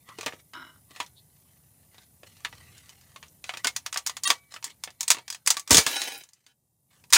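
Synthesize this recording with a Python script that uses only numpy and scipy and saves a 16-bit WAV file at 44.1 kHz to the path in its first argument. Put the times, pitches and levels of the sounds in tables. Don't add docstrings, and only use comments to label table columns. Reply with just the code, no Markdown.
import sys
import numpy as np
from scipy import signal
from scipy.fft import rfft, irfft
from scipy.io import wavfile
from scipy.ndimage import uniform_filter1d, map_coordinates

SR = 44100
rng = np.random.default_rng(int(sys.argv[2]) if len(sys.argv) > 2 else 0)


def log_audio(samples):
    frames = np.atleast_2d(samples).T
    limited = np.clip(frames, -1, 1)
    pcm = np.round(limited * 32767).astype(np.int16)
    wavfile.write(sys.argv[1], SR, pcm)


N = 316197
TOP_HZ = 16050

# mode_hz, level_db, t60_s
STEEL = [(270, -4.5, 0.32), (380, -6, .25), (468, -7.5, .4), (803, -8.5, 1.4), (939, -7.5, 0.67),
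         (1386, -9, 1.1), (1470, -3, 1), (1690, -1.5, 1.7), (2270, 0, .25), (2476, -3, 1.8), (2710, -3, 3),
         (3057, 1.5, 1.4), (3912, 1.5, 1.7), (4300, -5, 1), (4300, -4.5, 1.1), (4940, 1.5, 0.47),
         (5500, -6, 1.5), (5927, -11, 1.3), (6202, -8, 1.1), (6450, -9, 1.7), (6907, -11, 1.2),
         (7951, -12.5, 1.3), (8700, -4.5, 1), (9399, -5.5, 1.1)]
# centre_hz, width_hz, lift_db
RUBBED = [(1160, 37, 7.5), (1960, 260, 6.5), (2930, 150, 3.5), (4150, 300, 4), (6150, 200, 5),
          (8100, 310, 2)]
# time_s, level_db
COVER_DRAG = [(5.78, -100), (5.82, -45), (5.955, -33.5), (6.09, -40), (6.17, -41), (6.29, -71), (6.4, -100)]
# start_s, level_db, bass_db, bright_db, mode_hz
KNOCKS = [(0.089, -45.5, 4, -7.5, 1080), (0.1859, -35.5, 9, -6, 445), (0.2097, -35, -15, 0, 2450),
          (0.2305, -38, -5, -6, 1133), (0.2615, -28, 8.5, -1, 3030), (0.266, -29, 2, -13, 2536),
          (0.2795, -34, -9, -14, 1730), (0.3237, -42, -1.5, -23, 1740), (0.334, -43, 12, -11.5, 1270),
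          (0.535, -43.5, -5, -7.5, 1350), (0.9079, -53, 17, 1, 3040), (0.9615, -43.5, -5, -7, 2850),
          (1.0018, -26.5, -4.5, -10, 969), (1.028, -49, -11, 0, 3680), (1.0627, -49.5, -9, 4, 3680),
          (1.9445, -55.5, 7, -4, 1970), (1.9817, -52.5, 2, -4, 3580), (2.2327, -46.5, 9.5, -10, 597),
          (2.4482, -27, -37, -13, 2030), (2.454, -36.5, -7.5, -9, 1830), (2.5268, -44.5, 0, -15, 1960),
          (2.893, -46.5, -25, 5, 2980), (3.1608, -42, -6, -7, 1100), (3.2276, -43.5, -4, -8.5, 2320),
          (3.441, -37, -11, -2.5, 2510), (3.4924, -28.5, -10.5, -13.5, 2200),
          (3.5377, -35.5, -4, -15, 1240), (3.5716, -35, -6, 0.5, 2507), (3.6451, -21.5, -12, -1.5, 1496),
          (3.6553, -32, 4.5, -12, 922), (3.6702, -20, -17, 2.5, 2153), (3.9598, -28.5, -8.5, -14, 1144),
          (4.3023, -13.5, -9.5, -1.5, 1135), (4.54, -39, -4, 0, 1142), (4.5626, -41, -9, -24, 1285),
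          (4.8751, -40, -3, -19, 2630), (5.1461, -34, 1, -2.5, 1110), (5.1685, -39, 2, -14.5, 990),
          (5.1849, -40.5, 0, -7.5, 910), (5.5686, -26.5, -10.5, 2, 1142), (7.0391, -54, 0.5, -3.5, 970)]
# start_s, level_db, bright_db
SNAPS = [(2.78, -51, 17), (3.0118, -56, 2), (3.2822, -56, 18), (3.763, -25, 6.5), (3.8625, -28.5, -0.5),
         (3.9271, -30.5, 1.5), (3.9424, -32, 5.5), (3.9736, -24, 3), (4.064, -25.5, 7.5), (4.0718, -24, 10),
         (4.0957, -30.5, -3), (4.1678, -33, -0.5), (4.235, -26, 15), (4.2419, -30, 10), (4.2751, -22, 8),
         (4.6264, -43, -3), (4.6423, -28.5, 11.5), (4.837, -29.5, 5), (4.904, -49.5, 1), (5.0073, -24, 11),
         (5.03, -30.5, 9), (5.0797, -21.5, 9), (5.1031, -11, 5.5), (5.1141, -15.5, 4.5), (5.2794, -38, 1.5),
         (5.3019, -29, 8), (5.326, -35, 4.5), (5.3465, -37, -0.5), (5.4623, -28, 12.5), (5.474, -14.5, 7),
         (5.5035, -13.5, 6.5), (5.5092, -28, 9), (5.5425, -39, 1), (5.5955, -33, 13), (5.6758, -36.5, 4),
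         (5.6953, -39, 10), (6.0173, -26.5, 3.5), (6.2362, -47, 11), (6.289, -55.5, 10.5),
         (6.3335, -52.5, 19.5), (6.4645, -53, 4), (7.1035, -42.5, 10)]


def amp(db):
    return 10 ** (np.asarray(db) / 20)


def unit(x):
    return x / np.sqrt(np.mean(x ** 2) + 1e-20)


def punch(sound):
    return sound / np.sqrt(np.mean(sound[:SR // 125] ** 2))


def along(points, hz):
    f, v = np.transpose(points)
    return np.interp(np.log(hz + 1), np.log(f + 1), v)


def level(rows):
    return amp(np.interp(np.arange(N) / SR, *np.transpose(rows)))


def fade(t, t60):
    return np.exp(-np.log(1000) * t / t60)


def swell(start, length, attack, release):
    t = np.arange(N) / SR
    return fade(np.maximum(start - t, 0), attack) * fade(np.maximum(t - start - length, 0), release)


def wobble(rate):
    knots = rng.standard_normal(int(N * rate / SR) + 4)
    return map_coordinates(knots, [np.arange(N) * rate / SR])


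def colour(x, db_of_hz, size=4096):
    log_gain = np.log(amp(db_of_hz(np.fft.rfftfreq(size, 1 / SR))) + 1e-6)
    cepstrum = irfft(log_gain)
    cepstrum[1:size // 2] *= 2
    cepstrum[size // 2 + 1:] = 0
    impulse_response = irfft(np.exp(rfft(cepstrum)))
    return signal.fftconvolve(x, impulse_response)[:len(x)]


def low_cut(x, hz):
    return signal.sosfilt(signal.butter(2, hz, "high", fs=SR, output="sos"), x)


def band_pass(x, low_hz, high_hz):
    return signal.sosfilt(signal.butter(2, [low_hz, high_hz], "band", fs=SR, output="sos"), x)


def lift_db(resonances, hz):
    return sum(db / (1 + (2 * (hz - centre) / width) ** 2) for centre, width, db in resonances)


def add(track, s, sound):
    start = max(0, round(s * SR))
    part = track[start:start + len(sound)]
    part += sound[:len(part)]


def ringing(modes):
    t = np.arange(SR) / SR
    return sum(np.sqrt(2) * amp(db) * np.sin(2 * np.pi * hz * t) * fade(t, t60) * rng.choice([-1, 1])
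               for hz, db, t60 in modes)


def contact(bass_db, bright_db, mode_hz, crack_t60, body_t60, body_db, mode_db, mode_t60, edge_db=3):
    # frequency_hz, density_db (dB per Hz)
    contact_spectrum = [(30, -27.5), (100, -15), (220, -3), (450, -1.5), (800, 0.5), (1400, -0.5),
                        (3000, 2), (7000, -0.5), (9800, -6.5), (11200, -16.5), (15500, -14.5)]
    # centre_hz, width_hz, lift_db
    chassis = [(450, 80, 4), (620, 100, 3), (950, 110, 3), (1140, 130, 4), (1780, 200, 3), (2480, 220, 3),
               (3500, 500, 2), (4860, 250, 3), (6600, 600, 3), (8900, 500, 3)]
    t = np.arange(SR // 4) / SR
    attack = 1 - np.exp(-t / .00015)
    crack = attack * fade(t, crack_t60) * rng.standard_normal(len(t))
    crack = colour(crack, lambda hz: along([(3000, 0), (12000, edge_db)], hz), size=256)
    body = amp(body_db) * attack * fade(t, body_t60) * rng.standard_normal(len(t))
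    tilt = [(400, bass_db), (1000, 0.0024), (2800, 0.0079), (6200, bright_db)]
    burst = colour(crack + body,
                   lambda hz: along(contact_spectrum, hz) + along(tilt, hz) + lift_db(chassis, hz))
    mode_fade = fade(t, mode_t60 * (mode_hz / 2000) ** -.3)
    mode = attack * np.sin(2 * np.pi * mode_hz * t) * mode_fade
    return punch(punch(burst) + amp(mode_db) * punch(mode))


def dragged(modes, drag, damping, judder_db, grit_db):
    slips = (rng.random(N) < 1200 / SR) * rng.standard_normal(N)
    force = (unit(slips) + rng.standard_normal(N) / 2) * amp(judder_db * wobble(80))
    body = ringing([(hz, db, t60 / damping) for hz, db, t60 in modes])
    onset = body[:SR // 300] * np.linspace(1, 0, SR // 300)
    scratch = unit(signal.fftconvolve(force, onset)[:N])
    modal = unit(signal.fftconvolve(force, body)[:N])
    loudness = level(drag) * (level(drag) > amp(-90))
    return loudness * unit(modal + amp(grit_db) * scratch)


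def background(rumble_db=4, hiss_db=1.5):
    # time_s, level_db
    floor = [(3.5, -66.5), (6.1, -75), (6.4, -83), (6.7, -82), (7.05, -70.5)]
    # (dB per Hz, relative)
    rumble_spectrum = [(20, -36), (40, -21), (70, 3), (140, 4), (220, -5.5), (400, -14.5), (850, -15.5),
                       (1400, -31), (3000, -32), (8000, -18), (16000, -37)]
    hiss_spectrum = [(3000, -33.5), (8000, -22), (9200, -11.5), (9900, 4.5), (10700, -19.5), (11800, -29.5),
                     (12700, -14.5), (13600, 4.5), (14600, -20), (16000, -27.5)]
    rumble = unit(colour(rng.standard_normal(N), lambda hz: along(rumble_spectrum, hz)))
    rumble = rumble * amp(1.5 * wobble(6))
    hiss = unit(colour(rng.standard_normal(N), lambda hz: along(hiss_spectrum, hz)))
    return level(floor) * (amp(rumble_db) * rumble + amp(hiss_db) * hiss)


def rubbing_effort():
    # start_s, length_s, level_db
    stroke_rows = [(0.075, 0.32, -59), (0.909, .13, -53.5), (1.336, 0.26, -74), (1.935, 0.11, -63.5),
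                   (2.263, 0.67, -59), (2.952, 0.32, -64), (3.47, .13, -51), (4.284, 0.022, -33.5),
                   (4.521, 0.042, -48.5), (4.661, 0.046, -47), (5.714, 0.073, -25.5), (5.875, 0.23, -41),
                   (6.333, 0.11, -74), (6.912, 0.095, -66), (7.155, 0.048, -23)]
    attack_s, release_s = .06, 0.096
    slip_attack_s, slip_release_s = .03, 0.21
    grip_db, slip_db = -75, -23.5
    grip = amp(grip_db) * swell(0, COVER_DRAG[-1][0], attack_s, release_s)
    strokes = sum((amp(db) * swell(s, length, attack_s, release_s)) ** 2 for s, length, db in stroke_rows)
    slips, t = np.zeros(N), np.arange(-SR // 10, SR // 4) / SR
    slip = fade(np.maximum(-t, 0), slip_attack_s) * fade(np.maximum(t, 0), slip_release_s)
    for s, db, *tone in KNOCKS + SNAPS:
        add(slips, s + t[0], (amp(db + slip_db) * slip) ** 2)
    return np.sqrt(grip ** 2 + strokes + slips)


def sliding(slips_per_s=2500, smooth_db=0, uneven_db=3.0, patchy_db=4.0, gain_db=-1):
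    # (dB per Hz, relative)
    rub_spectrum = [(60, -32), (300, -4), (1000, -0.5), (2200, 2.5), (4500, 0.5), (8500, -3), (11000, -11),
                    (16000, -15.5)]
    grains = (rng.random(N) < slips_per_s / SR) * rng.standard_normal(N)
    force = unit(grains) + amp(smooth_db) * rng.standard_normal(N)
    force = force * amp(uneven_db * wobble(110))
    z = signal.stft(force, nperseg=512)[2]
    patches = uniform_filter1d(rng.standard_normal(z.shape), size=3, axis=0)
    patches = uniform_filter1d(patches, size=14, axis=1)
    force = signal.istft(z * amp(patchy_db * unit(patches)), nperseg=512)[1][:N]
    rub = unit(colour(force, lambda hz: along(rub_spectrum, hz) + lift_db(RUBBED, hz)))
    return amp(gain_db) * rubbing_effort() * rub


def ticks(bass_db=-6, bright_db=2, crack_t60=.015, body_t60=0.054, body_db=-8, mode_db=-6, mode_t60=.04):
    ticks_per_s, tick_db, spread_db = 14, -2, 5
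    track, effort = np.zeros(N), rubbing_effort()
    for place, spot, force in rng.random((round(ticks_per_s * N / SR), 3)):
        at = int(place * N)
        hz = RUBBED[int(spot * len(RUBBED))][0]
        tick = contact(bass_db, bright_db, hz, crack_t60, body_t60, body_db, mode_db, mode_t60)
        add(track, at / SR, effort[at] * amp(tick_db + spread_db * (2 * force - 1)) * tick)
    return track


def scuffs(spread=0.11):
    # middle_s, half_width_s, pitch_hz, level_db
    scuff_rows = [(0.11, 0.038, 1160, -51), (1.185, 0.027, 3870, -57), (1.986, 0.0078, 3780, -53),
                  (2.041, 0.017, 3760, -68), (2.773, 0.066, 2900, -61.5), (4.71, 0.021, 3980, -57)]
    t, track = np.arange(N) / SR, np.zeros(N)
    for s, half_width, hz, db in scuff_rows:
        scuff = unit(band_pass(rng.standard_normal(N), hz / (1 + spread), hz * (1 + spread)))
        track += amp(db) * np.exp(-((t - s) / half_width) ** 2 * 2) * scuff
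    return track


def knock(bass_db, bright_db, hz, crack_t60=.02, body_t60=.074, body_db=-6.0, mode_db=-8.0, mode_t60=0.06,
          edge_db=2):
    return contact(bass_db, bright_db, hz, crack_t60, body_t60, body_db, mode_db, mode_t60, edge_db)


def snap(bass_db, bright_db, hz, crack_t60=0.025, body_t60=.072, body_db=-8.0, mode_db=-10, mode_t60=0.057,
         edge_db=3):
    return contact(bass_db, bright_db, hz, crack_t60, body_t60, body_db, mode_db, mode_t60, edge_db)


def clicks():
    catch_hz, catch_spread, catch_bass_db = 6200, 0.17, -18.5
    rebound_s, rebound_loss_db = .004, 13.5
    track = np.zeros(N)
    hits = [(knock, *row) for row in KNOCKS]
    for s, db, bright_db in SNAPS:
        hz = catch_hz * np.exp(catch_spread * rng.normal())
        hits.append((snap, s, db, catch_bass_db, bright_db, hz))
    for sound, s, db, *tone in hits:
        add(track, s, amp(db) * sound(*tone))
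        again_s = s + rebound_s * rng.uniform(.5, 2)
        add(track, again_s, amp(db - rebound_loss_db) * sound(*tone))
    return track


def plate_drag():
    # mode_hz, level_db, t60_s
    plate = [(258, -3.5, 0.25), (352, -2.5, 0.12), (624, -9, 0.13), (963.6, -0.5, .12), (1200, -15, 0.13),
             (1425, 3, 0.21), (1550, 3, 0.089), (1900, -5, .08), (2070, -8.5, .1), (2940, -2, .25),
             (3900, -3.5, .06), (5280, -6, 0.079)]
    # time_s, level_db
    drag = [(.528, -100), (0.535, -43), (.6, -46.5), (.68, -54), (.76, -63), (.85, -100)]
    return dragged(plate, drag, damping=1.8, judder_db=2.0, grit_db=-2)


def turning(low_hz=58, high_hz=115, attack=.3, release=.5):
    # start_s, length_s, level_db
    turns = [(2.49, 0.19, -60.5), (2.748, 1.4, -70)]
    loudness = np.max([amp(db) * swell(s, length, attack, release) for s, length, db in turns], axis=0)
    return loudness * unit(band_pass(rng.standard_normal(N), low_hz, high_hz))


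def frozen_tones(waver=0.21):
    # partial_hz, level_db (rms)
    partials = [(1157, -33), (1906, -32), (2729, -33.5), (3219, -32.5), (3752, -29), (4400, -35),
                (9308, -31)]
    # time_s, level_db
    burst_envelope = [(4.245, -64.5), (4.255, -2.5), (4.277, 0.5), (4.283, -17.5), (4.32, -73)]
    t = np.arange(N) / SR
    tones = sum(np.sqrt(2) * amp(db) * np.sin(2 * np.pi * hz * t + waver * wobble(150))
                for hz, db in partials)
    return level(burst_envelope) * tones


def blows(crack_t60=0.02, body_t60=0.12, body_db=-3.0, mode_db=-11, mode_t60=.13, edge_db=6):
    # start_s, level_db, bass_db, bright_db, mode_hz
    blow_rows = [(5.7071, -11, 6.5, 4, 5360), (5.7151, -14, 8, 13, 4380), (5.7293, -14, 15, 16.5, 7400),
                 (5.7448, -10, 2, 5.5, 3375), (5.7537, -18, -1, 8, 4830), (5.7695, -9.5, -25, 8.5, 4900),
                 (5.781, -11.5, 1.5, 7.5, 2300), (5.8009, -28, -5.5, 9, 3865),
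                 (5.8645, -18.5, -5.5, -0.5, 1672), (7.1259, -16.5, -18.5, 1, 4250),
                 (7.1327, -8, -41, 4.5, 3750), (7.1457, -14, -10, 10, 4220), (7.1559, -16, -20, 4, 5070),
                 (7.1652, -18.5, -15, -17, 2400)]
    track = np.zeros(N)
    for s, db, *tone in blow_rows:
        add(track, s, amp(db) * contact(*tone, crack_t60, body_t60, body_db, mode_db, mode_t60, edge_db))
    return track


def jolts(t60=0.042, low_hz=60, high_hz=200):
    # start_s, level_db
    jolt_rows = [(5.713, -25.5), (5.746, -28.5), (5.780, -29.5), (5.865, -50.5)]
    track, t = np.zeros(N), np.arange(SR // 5) / SR
    for s, db in jolt_rows:
        thump = band_pass(rng.standard_normal(len(t)) * fade(t, t60), low_hz, high_hz)
        add(track, s, amp(db) * thump / np.std(thump[:SR // 50]))
    return track


def cover(dense_db=-2, dense_t60=0.98, hand_t60=0.078, count=160):
    # start_s, level_db, bright_db, damped_s (the grip; before the start means held throughout)
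    rings = [(5.713, -37, 2, 6.17), (5.781, -30, 18, 5.4), (5.864, -33.5, 10.5, 6.16),
             (6.464, -63.5, -2.5, 6.52), (7.133, -17, 11.5, 7.1)]
    # frequency_hz, level_db (relative)
    sheet = [(600, -6.5), (1150, -15), (1600, 1), (2200, -10.5), (2900, 2), (7000, -4), (10000, -4.5),
             (11500, -8), (16000, -7)]
    track, t = np.zeros(N), np.arange(SR * 3 // 4) / SR
    hz, db, t60 = np.transpose(STEEL)
    weak_hz = 650 + (TOP_HZ - 650) * ((np.arange(count) + rng.random(count)) / count) ** 1.5
    strong = amp(db)
    weak = amp(along(sheet, weak_hz) + 2.8 * rng.standard_normal(count))
    gain = np.r_[strong / np.linalg.norm(strong), amp(dense_db) * weak / np.linalg.norm(weak)]
    hz, t60 = np.r_[hz, weak_hz], np.r_[t60, dense_t60 * (weak_hz / 3000) ** -.2]
    modes = np.sin(np.outer(2 * np.pi * hz, t).astype(np.float32))
    modes = modes * fade(t, t60[:, None]).astype(np.float32)
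    for s, ring_db, bright_db, damped in rings:
        share_db = along([(1600, 0.0038), (5000, bright_db)], hz) + rng.normal(0, 2, len(hz))
        share = gain * amp(share_db) * rng.choice([-1, 1], len(hz))
        share = (share / np.linalg.norm(share) * np.sqrt(2)).astype(np.float32)
        grip = fade(np.maximum(s + t - damped, 0), hand_t60)
        add(track, s, amp(ring_db) * grip * (share @ modes))
    return track


def edge_drag():
    return dragged(STEEL, COVER_DRAG, damping=3.6, judder_db=3.5, grit_db=-2.5)


def burrs(per_s=900, low_hz=8500, judder_db=5, gain_db=-7):
    grains = (rng.random(N) < per_s / SR) * rng.standard_normal(N)
    spray = unit(low_cut(grains, low_hz)) * amp(judder_db * wobble(70))
    return amp(gain_db) * level(COVER_DRAG) * spray


def held_case(parts):
    # mode_hz, level_db, t60_s
    held = [(1130, -18, .4), (1960, -4, .15), (2280, -5, .6), (2930, 0, .12), (8130, 0, .12)]
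    return amp(-72) * signal.fftconvolve(parts, ringing(held))[:N]


def room(x, delay_s=.004):
    # frequency_hz, t60_s
    room_decay = [(150, 0.087), (500, 0.17), (1400, 0.083), (4000, 0.075), (9000, 0.086), (16000, 0.088)]
    hz, t, z = signal.stft(rng.standard_normal(SR // 3), SR, nperseg=256)
    tail = signal.istft(z * fade(t, along(room_decay, hz)[:, None]), SR, nperseg=256)[1]
    tail = np.pad(tail / np.linalg.norm(tail), (round(delay_s * SR), 0))
    return signal.fftconvolve(x, tail)[:N]


def scene():
    steady = background() + turning()
    drags = low_cut(plate_drag() + edge_drag(), 191.1)
    steel = cover() + drags + jolts()
    rubs = sliding() + ticks() + scuffs() + burrs()
    parts = rubs + frozen_tones() + amp(-0.53) * clicks() + amp(-1) * blows()
    return (parts + held_case(parts) + amp(-11) * room(parts) + steel + steady)[None]


def record(dry):
    heard = low_cut(dry, 43)
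    rounded = heard / (1 + np.abs(heard / .9) ** 6) ** (1 / 6)
    low_pass = signal.firwin(201, TOP_HZ, fs=SR, window=("kaiser", 8))
    return signal.fftconvolve(rounded, low_pass[None], mode="same", axes=1)


dry = scene()
out = record(dry)
log_audio(out)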